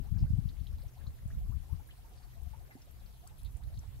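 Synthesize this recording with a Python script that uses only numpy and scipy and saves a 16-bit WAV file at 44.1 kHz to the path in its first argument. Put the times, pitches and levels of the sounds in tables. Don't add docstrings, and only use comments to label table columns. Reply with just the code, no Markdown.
import sys
import numpy as np
from scipy import signal
from scipy.fft import rfft, irfft, next_fast_len
from scipy.io import wavfile
from scipy.ndimage import uniform_filter1d, map_coordinates

SR = 44100
rng = np.random.default_rng(int(sys.argv[2]) if len(sys.argv) > 2 else 0)


def transcribe(u):
    v = np.clip(np.atleast_2d(u).T, -1, 1)
    q = np.round(v * 32767).astype(np.int16)
    wavfile.write(sys.argv[1], SR, q)


N = 176400


def amp(db):
    return 10 ** (np.asarray(db) / 20)


def unit(x):
    return x / np.sqrt(np.mean(x ** 2, axis=-1, keepdims=True) + 1e-20)


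def along(points, hz):
    f, v = np.transpose(points)
    return np.interp(np.log(hz + 1), np.log(f + 1), v)


def curves(rows):
    s, *cols = np.transpose(rows)
    return [np.interp(np.arange(N) / SR, s, c) for c in cols]


def wobble(rate_hz):
    position = np.arange(N) * rate_hz / SR
    return np.array([map_coordinates(knots, [position]) for knots in rng.standard_normal((2, 400))])


def filtered(x, response):
    m = next_fast_len(x.shape[-1] + 8192)
    return irfft(rfft(x, m) * response(np.fft.rfftfreq(m, 1 / SR)), m)[..., :x.shape[-1]]


def rush(spectrum):
    def response(hz):
        return amp(along(spectrum, hz) - 60 * (hz < spectrum[0][0]))
    return unit(filtered(rng.standard_normal((2, N)), response))


def add(out, s, sound, pan_db=0):
    part = out[:, round(s * SR):][:, :len(sound)]
    part += amp([[pan_db / 2], [-pan_db / 2]]) * sound[:part.shape[1]]


# frequency in Hz, relative density in dB per Hz.
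AIR_SPECTRUM = [(150, -25), (250, -4), (392, -2), (554, -5.5), (769, -6), (1120, -10), (2130, -12.5),
                (3840, -14), (5330, -16.5), (8350, -18), (12400, -12.5), (15600, -19)]
# frequency in Hz, left over right in dB.
AIR_BALANCE = [(60, 37), (180, 0), (550, -1), (1650, 0.5), (4970, 0), (15000, 2.5)]
AIR_DB, AIR_PATCHY_DB = -66, 2


def air_hiss():
    noise = filtered(rush(AIR_SPECTRUM), lambda hz: amp(along(AIR_BALANCE, hz) * [[.5], [-.5]]))
    z = signal.stft(noise, nperseg=512)[2]
    field = uniform_filter1d(rng.standard_normal(z.shape[1:]), 16, 0)
    field = uniform_filter1d(field, 6, 1)
    patchy = z * amp(AIR_PATCHY_DB * field / field.std())
    return amp(AIR_DB) * signal.istft(patchy, nperseg=512)[1][:, :N]


# time in seconds, rms level in dB.
HUM_LEVEL = [(0, -62.5), (2.3, -60.5), (2.8, -67.5), (4, -58.5)]
HUM_HZ, HUM_WIDTH_HZ = 124.1, 14.3


def hum():
    band = filtered(rng.standard_normal(N), lambda hz: np.exp(-((hz - HUM_HZ) / HUM_WIDTH_HZ) ** 2))
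    return amp(curves(HUM_LEVEL)[0]) * unit(band)


# frequency in Hz, relative density in dB per Hz.
FAR_SPECTRUM = [(25, 0), (60, 1), (150, 5.5), (300, -6.5), (500, -31)]
FAR_DB = -67.5


def far_murmur():
    return amp(FAR_DB) * rush(FAR_SPECTRUM)


# frequency in Hz, t60 in seconds.
WALL_T60 = [(500, 0.12), (4000, 0.091), (12000, 0.011)]
WALL_DB, WALL_DELAY_SAMPLES = -11, 250


def wall(x):
    hz, t, z = signal.stft(rng.standard_normal((2, SR // 4)), SR, nperseg=256)
    decay = amp(-60 * t / along(WALL_T60, hz)[:, None])
    tail = signal.istft(z * decay, SR, nperseg=256)[1]
    tail /= np.linalg.norm(tail[0])
    delayed = np.pad(x, ((0, 0), (WALL_DELAY_SAMPLES, 0)))
    return amp(WALL_DB) * signal.fftconvolve(delayed, tail, axes=1)[:, :N]


# time in seconds, strength in dB.
WIND_LEFT = [(0, -26), (0.09, -37), (0.12, -25.5), (0.25, -30.5), (0.28, -39), (0.33, -25.5), (0.52, -31.5),
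             (0.56, -37.5), (0.62, -32), (0.87, -39.5), (0.91, -54), (1.04, -38), (1.1, -43), (1.18, -50.5),
             (1.25, -37), (1.42, -38), (1.5, -29.5), (1.64, -37), (1.68, -49), (1.74, -28), (1.79, -38.5),
             (1.84, -52), (2.33, -47.5), (2.38, -38.5), (2.64, -40.5), (2.69, -60), (2.93, -48),
             (3.05, -41.5), (3.15, -50.5), (3.7, -45.5), (3.78, -37.5), (3.88, -48), (4, -44)]
# time in seconds, strength in dB.
WIND_RIGHT = [(0, -51), (0.16, -49), (0.21, -26.5), (0.32, -35.5), (0.36, -42), (0.52, -42), (0.6, -53),
              (0.76, -39), (0.9, -50), (1.03, -54), (1.08, -36), (1.18, -46), (1.33, -32.5), (1.48, -41),
              (1.6, -49), (2.9, -54.5), (3.4, -48), (3.44, -38), (3.62, -40.5), (3.68, -43), (3.92, -42),
              (4, -50.5)]
# frequency in Hz, relative density in dB per Hz.
RUMBLE_SPECTRUM = [(12, -39), (20, 5), (43, 4), (71, 3), (122, -13.5), (280, -30), (360, -53), (620, -120)]
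# frequency in Hz, relative density in dB per Hz.
FLUTTER_SPECTRUM = [(70, -55), (110, 14.5), (160, 5.5), (230, -10.5), (320, -16.5), (450, -27),
                    (900, -68.5)]
LUMPS_DB, LUMPS_PER_S = 1.5, 27
FLUTTER_DB, FLUTTER_REF_DB = -54.5, -36.5
FLUTTER_DB_PER_DB = 1.76


def gusts():
    port_db = np.array(curves(WIND_LEFT) + curves(WIND_RIGHT))
    lumps_db = LUMPS_DB * wobble(LUMPS_PER_S)
    rumble = amp(port_db) * unit(amp(lumps_db) * rush(RUMBLE_SPECTRUM))
    flutter_db = FLUTTER_DB + FLUTTER_DB_PER_DB * (port_db - FLUTTER_REF_DB + lumps_db)
    return rumble + amp(flutter_db) * rush(FLUTTER_SPECTRUM)


# centre in seconds, level in dB before EDDY_TRIM_DB, pitch in Hz, port (1 left, -1 right).
EDDIES = [(0.125, -19, 85.5, 1.0), (0.162, -16, 84, 1.0), (0.229, -12.5, 82, 1.0), (0.246, -18, 97, -1.0),
          (0.307, -17.5, 100, -1.0), (0.337, -13, 84, 1.0), (0.389, -17, 105, 1.0), (0.458, -19, 87, 1.0),
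          (0.614, -23, 67.4, 1.0), (0.741, -28, 63, 1.0), (0.863, -29.5, 57.6, 1.0), (1.043, -31, 85, 1.0),
          (1.077, -26, 82.6, 1.0), (1.092, -27, 47.5, -1.0), (1.259, -25.5, 89, 1.0),
          (1.28, -28, 52.3, -1.0), (1.333, -30, 61, 1.0), (1.344, -27, 80, -1.0), (1.447, -30, 71.7, 1.0),
          (1.455, -35, 93, -1.0), (1.499, -24, 94, 1.0), (1.73, -19, 69.6, 1.0), (2.471, -30, 68.5, 1.0),
          (2.513, -32.5, 75.4, 1.0), (3.456, -26.5, 55.5, -1.0), (3.552, -23.5, 56.5, -1.0),
          (3.678, -26.5, 54.4, -1.0), (3.731, -30, 65.0, -1.0), (3.775, -31, 92, 1.0),
          (3.785, -28.5, 71, -1.0), (3.89, -30, 77, -1.0)]
EDDY_TRIM_DB, EDDY_HALF_CYCLES, EDDY_OVERTONE = -1.5, 0.55, 0.17
EDDY_SCATTER_RAD = 0.7


def eddy_slaps():
    out = np.zeros((2, N))
    t = np.arange(-SR // 20, SR // 20) / SR
    for s, db, hz, port in EDDIES:
        turn = 2 * np.pi * hz * t + rng.normal(0, EDDY_SCATTER_RAD)
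        envelope = np.exp(-(t * hz / EDDY_HALF_CYCLES) ** 2)
        slap = envelope * (np.cos(turn) + EDDY_OVERTONE * np.cos(2 * turn))
        out[int(port < 0), round(s * SR) - SR // 20:][:len(t)] -= amp(db + EDDY_TRIM_DB) * slap
    return out


BUBBLE_ATTACK, CLIMB_POWER = 0.15, 1.39
BUBBLE_ROUGH = .09


def bubble(hz, length_s, octaves):
    u = np.arange(int(length_s * SR) + 8) / SR / length_s
    envelope = (1 - np.exp(-u / BUBBLE_ATTACK)) * np.exp(-2 * u ** 3)
    wander = 1 + BUBBLE_ROUGH * np.repeat(rng.standard_normal(len(u) // 44 + 1), 44)[:len(u)]
    pitch_hz = wander * hz * 2 ** (octaves * u ** CLIMB_POWER)
    return envelope * np.sin(2 * np.pi * np.cumsum(pitch_hz) / SR)


def scatter(per_s, hz, spread, db, cycles):
    out, rows = np.zeros((2, N)), rng.random((1200, 3))
    pitches = np.clip(hz * np.exp(spread * rng.standard_normal(1200)), 520, 14000)
    starts = np.cumsum(-np.log(rows[:, 0])) / per_s
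    for s, pitch, size, climb in zip(starts, pitches, rows[:, 1], rows[:, 2]):
        if s < N / SR:
            add(out, s, amp(db - 15.7 * size) * bubble(pitch, cycles / pitch, 0.49 * climb))
    return out


def gurgle():
    return scatter(per_s=70, hz=972, spread=0.408, db=-64.5, cycles=9.1)


def crackle():
    return scatter(per_s=200, hz=6480, spread=0.53, db=-62, cycles=8.6)


SMACK_WIDTH, SNAP_WIDTH = 0.25, 0.54
TICKS_PER_S, SMACK_HISS = 500, 0.09
SNAP_AT_10KHZ, SNAP_DECAY_S = 0.9, 0.0014


def smack(hz, length_s):
    def cavity(width):
        def response(f):
            loss = 1j * f * hz * width
            return (loss / (hz * hz - f * f + loss)) ** 2
        return response

    t = np.arange(SR // 16) / SR
    ticks = (rng.random(len(t)) < TICKS_PER_S / SR) + (t == 0)
    rough = ticks + SMACK_HISS * rng.standard_normal(len(t))
    body = filtered(rough * np.exp(-(t / length_s) ** 2), cavity(SMACK_WIDTH))
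    snap = filtered(rng.standard_normal(len(t)) * np.exp(-t / SNAP_DECAY_S), cavity(SNAP_WIDTH))
    return body / abs(body).max() + SNAP_AT_10KHZ * hz / 10000 * snap / abs(snap).max()


SEEP_PER_S, SEEP_HZ, SEEP_SPREAD, SEEP_TOP_DB, SEEP_RANGE_DB = 20, 3600, .4, -65, 21.0


def seep():
    out = np.zeros((2, N))
    for when, size, pitch in rng.random((round(SEEP_PER_S * N / SR), 3)):
        hz = SEEP_HZ * np.exp(SEEP_SPREAD * (2 * pitch - 1))
        add(out, when * N / SR, amp(SEEP_TOP_DB - SEEP_RANGE_DB * size) * smack(hz, length_s=0.0044))
    return out


# start in seconds, level in dB before BUBBLE_TRIM_DB, starting pitch in Hz, length in seconds,
# climb in octaves.
BUBBLES = [(0.048, -56.5, 698, 0.042, 0.64), (0.164, -59, 767, 0.022, 0.94),
           (0.169, -56.5, 1520, 0.011, 0.3), (0.231, -50, 613, 0.013, 1), (0.261, -59, 1460, 0.017, 0.49),
           (0.369, -58, 735, 0.029, 0.216), (0.731, -61, 1190, 0.0086, 0.79),
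           (0.826, -55.5, 502, 0.041, 1.2), (0.958, -58, 672, 0.041, 1.15), (1.006, -60, 1690, 0.018, 0.13),
           (1.163, -60, 630, 0.016, 0.13), (1.185, -58.5, 1410, 0.011, 0.93),
           (1.267, -62.5, 625, 0.074, 0.074), (1.3, -53.5, 1427, 0.018, 0.8),
           (1.407, -57.5, 670, 0.024, 0.25), (1.511, -55, 880, 0.03, 0.88), (1.628, -60.5, 717, 0.04, 0.72),
           (1.688, -55, 797, 0.025, 0.33), (1.725, -58, 990, 0.026, 0.55), (1.794, -52, 818, 0.019, 0.234),
           (1.887, -54, 1560, 0.02, 0.8), (1.978, -60.5, 721, 0.034, 0.25), (2.043, -55, 880, 0.021, 0.23),
           (2.114, -56, 713, 0.021, 0.091), (2.16, -63, 710, 0.023, .05), (2.197, -57, 730, 0.018, 0.32),
           (2.247, -59, 743, 0.018, 0.35), (2.331, -53, 1982, 0.012, 0.054),
           (2.35, -57.5, 608, 0.045, 0.44), (2.397, -60, 694, 0.038, 0.68), (2.457, -58.5, 707, 0.029, .05),
           (2.532, -47, 834, 0.024, 0.29), (2.602, -56.5, 698, 0.0226, 0.36),
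           (2.684, -55.5, 556, 0.051, 1.2), (2.742, -59.5, 1754, 0.024, 0.32),
           (2.762, -53.5, 680, 0.026, 0.6), (2.869, -55.5, 516, 0.023, 0.82), (2.957, -62, 642, 0.02, 0.46),
           (3.01, -57, 775, 0.015, 0.056), (3.084, -63, 610, 0.028, 0.42), (3.162, -62, 770, 0.022, 0.48),
           (3.225, -54.5, 656, 0.052, 0.54), (3.26, -55.5, 1050, 0.031, 1.1),
           (3.305, -56.5, 796, 0.026, 0.32), (3.591, -57.5, 615, 0.048, 1.7),
           (3.688, -58.5, 608, 0.068, 0.067), (3.719, -66, 595, 0.058, 0.78),
           (3.831, -53.5, 610, 0.014, 1.05)]
BUBBLE_TRIM_DB = -4.5


def bubbles():
    out = np.zeros((2, N))
    for s, db, hz, length_s, octaves in BUBBLES:
        add(out, s, amp(db + BUBBLE_TRIM_DB) * bubble(hz, length_s, octaves))
    return out


# start in seconds, body peak in dB, centre in Hz, length in seconds.
SMACKS = [(0.184, -56, 4950, 0.04), (0.235, -66, 2800, 0.012), (0.4892, -52.5, 3900, 0.0042),
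          (0.4945, -54, 4130, 0.007), (0.602, -62, 4240, 0.004), (0.6693, -50, 3450, 0.003),
          (0.6735, -56, 3650, 0.0043), (0.784, -61.5, 4120, 0.011), (0.815, -60, 4300, 0.019),
          (0.836, -57, 12600, 0.013), (0.8819, -58, 5800, 0.016), (0.974, -63, 4050, 0.014),
          (1.0673, -52.5, 4100, 0.0099), (1.2775, -53, 8300, 0.012), (1.725, -54, 11700, 0.0154),
          (1.8743, -54.5, 11400, 0.018), (1.908, -52, 3070, 0.013), (2.093, -56, 11100, 0.012),
          (2.1755, -60, 4650, 0.023), (2.228, -62, 4400, 0.027), (2.4339, -55, 12000, 0.0135),
          (2.709, -50, 1840, 0.014), (2.723, -71, 4080, 0.006), (2.818, -56, 5400, 0.0096),
          (2.912, -55, 11500, 0.017), (3.002, -63, 4020, 0.0067), (3.0604, -60, 4400, 0.009),
          (3.138, -65, 4030, 0.009), (3.27, -57, 4600, 0.0091), (3.2745, -44.5, 8770, 0.0052),
          (3.297, -62, 3630, 0.0067), (3.382, -58, 10400, 0.033), (3.51, -64, 11700, 0.053),
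          (3.3906, -62, 3800, 0.015), (3.432, -55.5, 10470, 0.0053), (3.4476, -53.5, 3800, 0.025),
          (3.4485, -55.5, 11400, 0.005), (3.569, -55, 9100, 0.0068), (3.6366, -58, 3950, 0.0084),
          (3.6356, -60, 10500, 0.006), (3.7413, -61, 4220, 0.008), (3.757, -64, 3730, 0.016),
          (3.774, -53, 4100, 0.006), (3.791, -51, 6100, 0.005), (3.786, -56, 10500, 0.005)]
# time in seconds, left over right in dB for a smack at 10 kHz.
SMACK_SIDE = [(0, -5), (3.2, 3), (3.4, 14), (3.6, 9), (3.8, -1), (4, 4)]


def smacks():
    out = np.zeros((2, N))
    for s, db, hz, length_s in SMACKS:
        pan_db = np.interp(s, *np.transpose(SMACK_SIDE)) * (hz / 10000) ** 2
        add(out, s, amp(db) * smack(hz, length_s), pan_db)
    return out


# start in seconds, level in dB, pitch in Hz, t60 in seconds.
THUDS = [(2.753, -39.5, 250, 0.032)]
THUD_ATTACK_S = 0.00066


def boot_thuds():
    out, t = np.zeros((2, N)), np.arange(SR // 8) / SR
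    for s, db, hz, t60_s in THUDS:
        envelope = amp(db - 60 * t / t60_s) * (1 - np.exp(-t / THUD_ATTACK_S))
        add(out, s, envelope * np.sin(2 * np.pi * hz * t), pan_db=-1)
    return out


def mud():
    return gurgle() + crackle() + seep() + bubbles() + smacks() + boot_thuds()


# time in seconds, lead of the left port in milliseconds.
LEAD = [(0, 0), (1, 0.02), (2.2, .23), (4, 0.27)]


def ports(x):
    lead_ms, = curves(LEAD)
    late = map_coordinates(x[1], [np.arange(N) - lead_ms * SR / 1000], order=5)
    return np.array([x[0], late])


def scene():
    outdoors = air_hiss() + hum() + far_murmur()
    wind = gusts() + eddy_slaps()
    steps = mud()
    return outdoors + wind + wall(steps) + ports(steps)


MIC_LOW_HZ, TOP_HZ = 26.4, 15750


def record(dry):
    return filtered(dry, lambda hz: (hz < TOP_HZ) * (1j * hz / (MIC_LOW_HZ + 1j * hz)) ** 2)


dry = scene()
out = record(dry)
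transcribe(out)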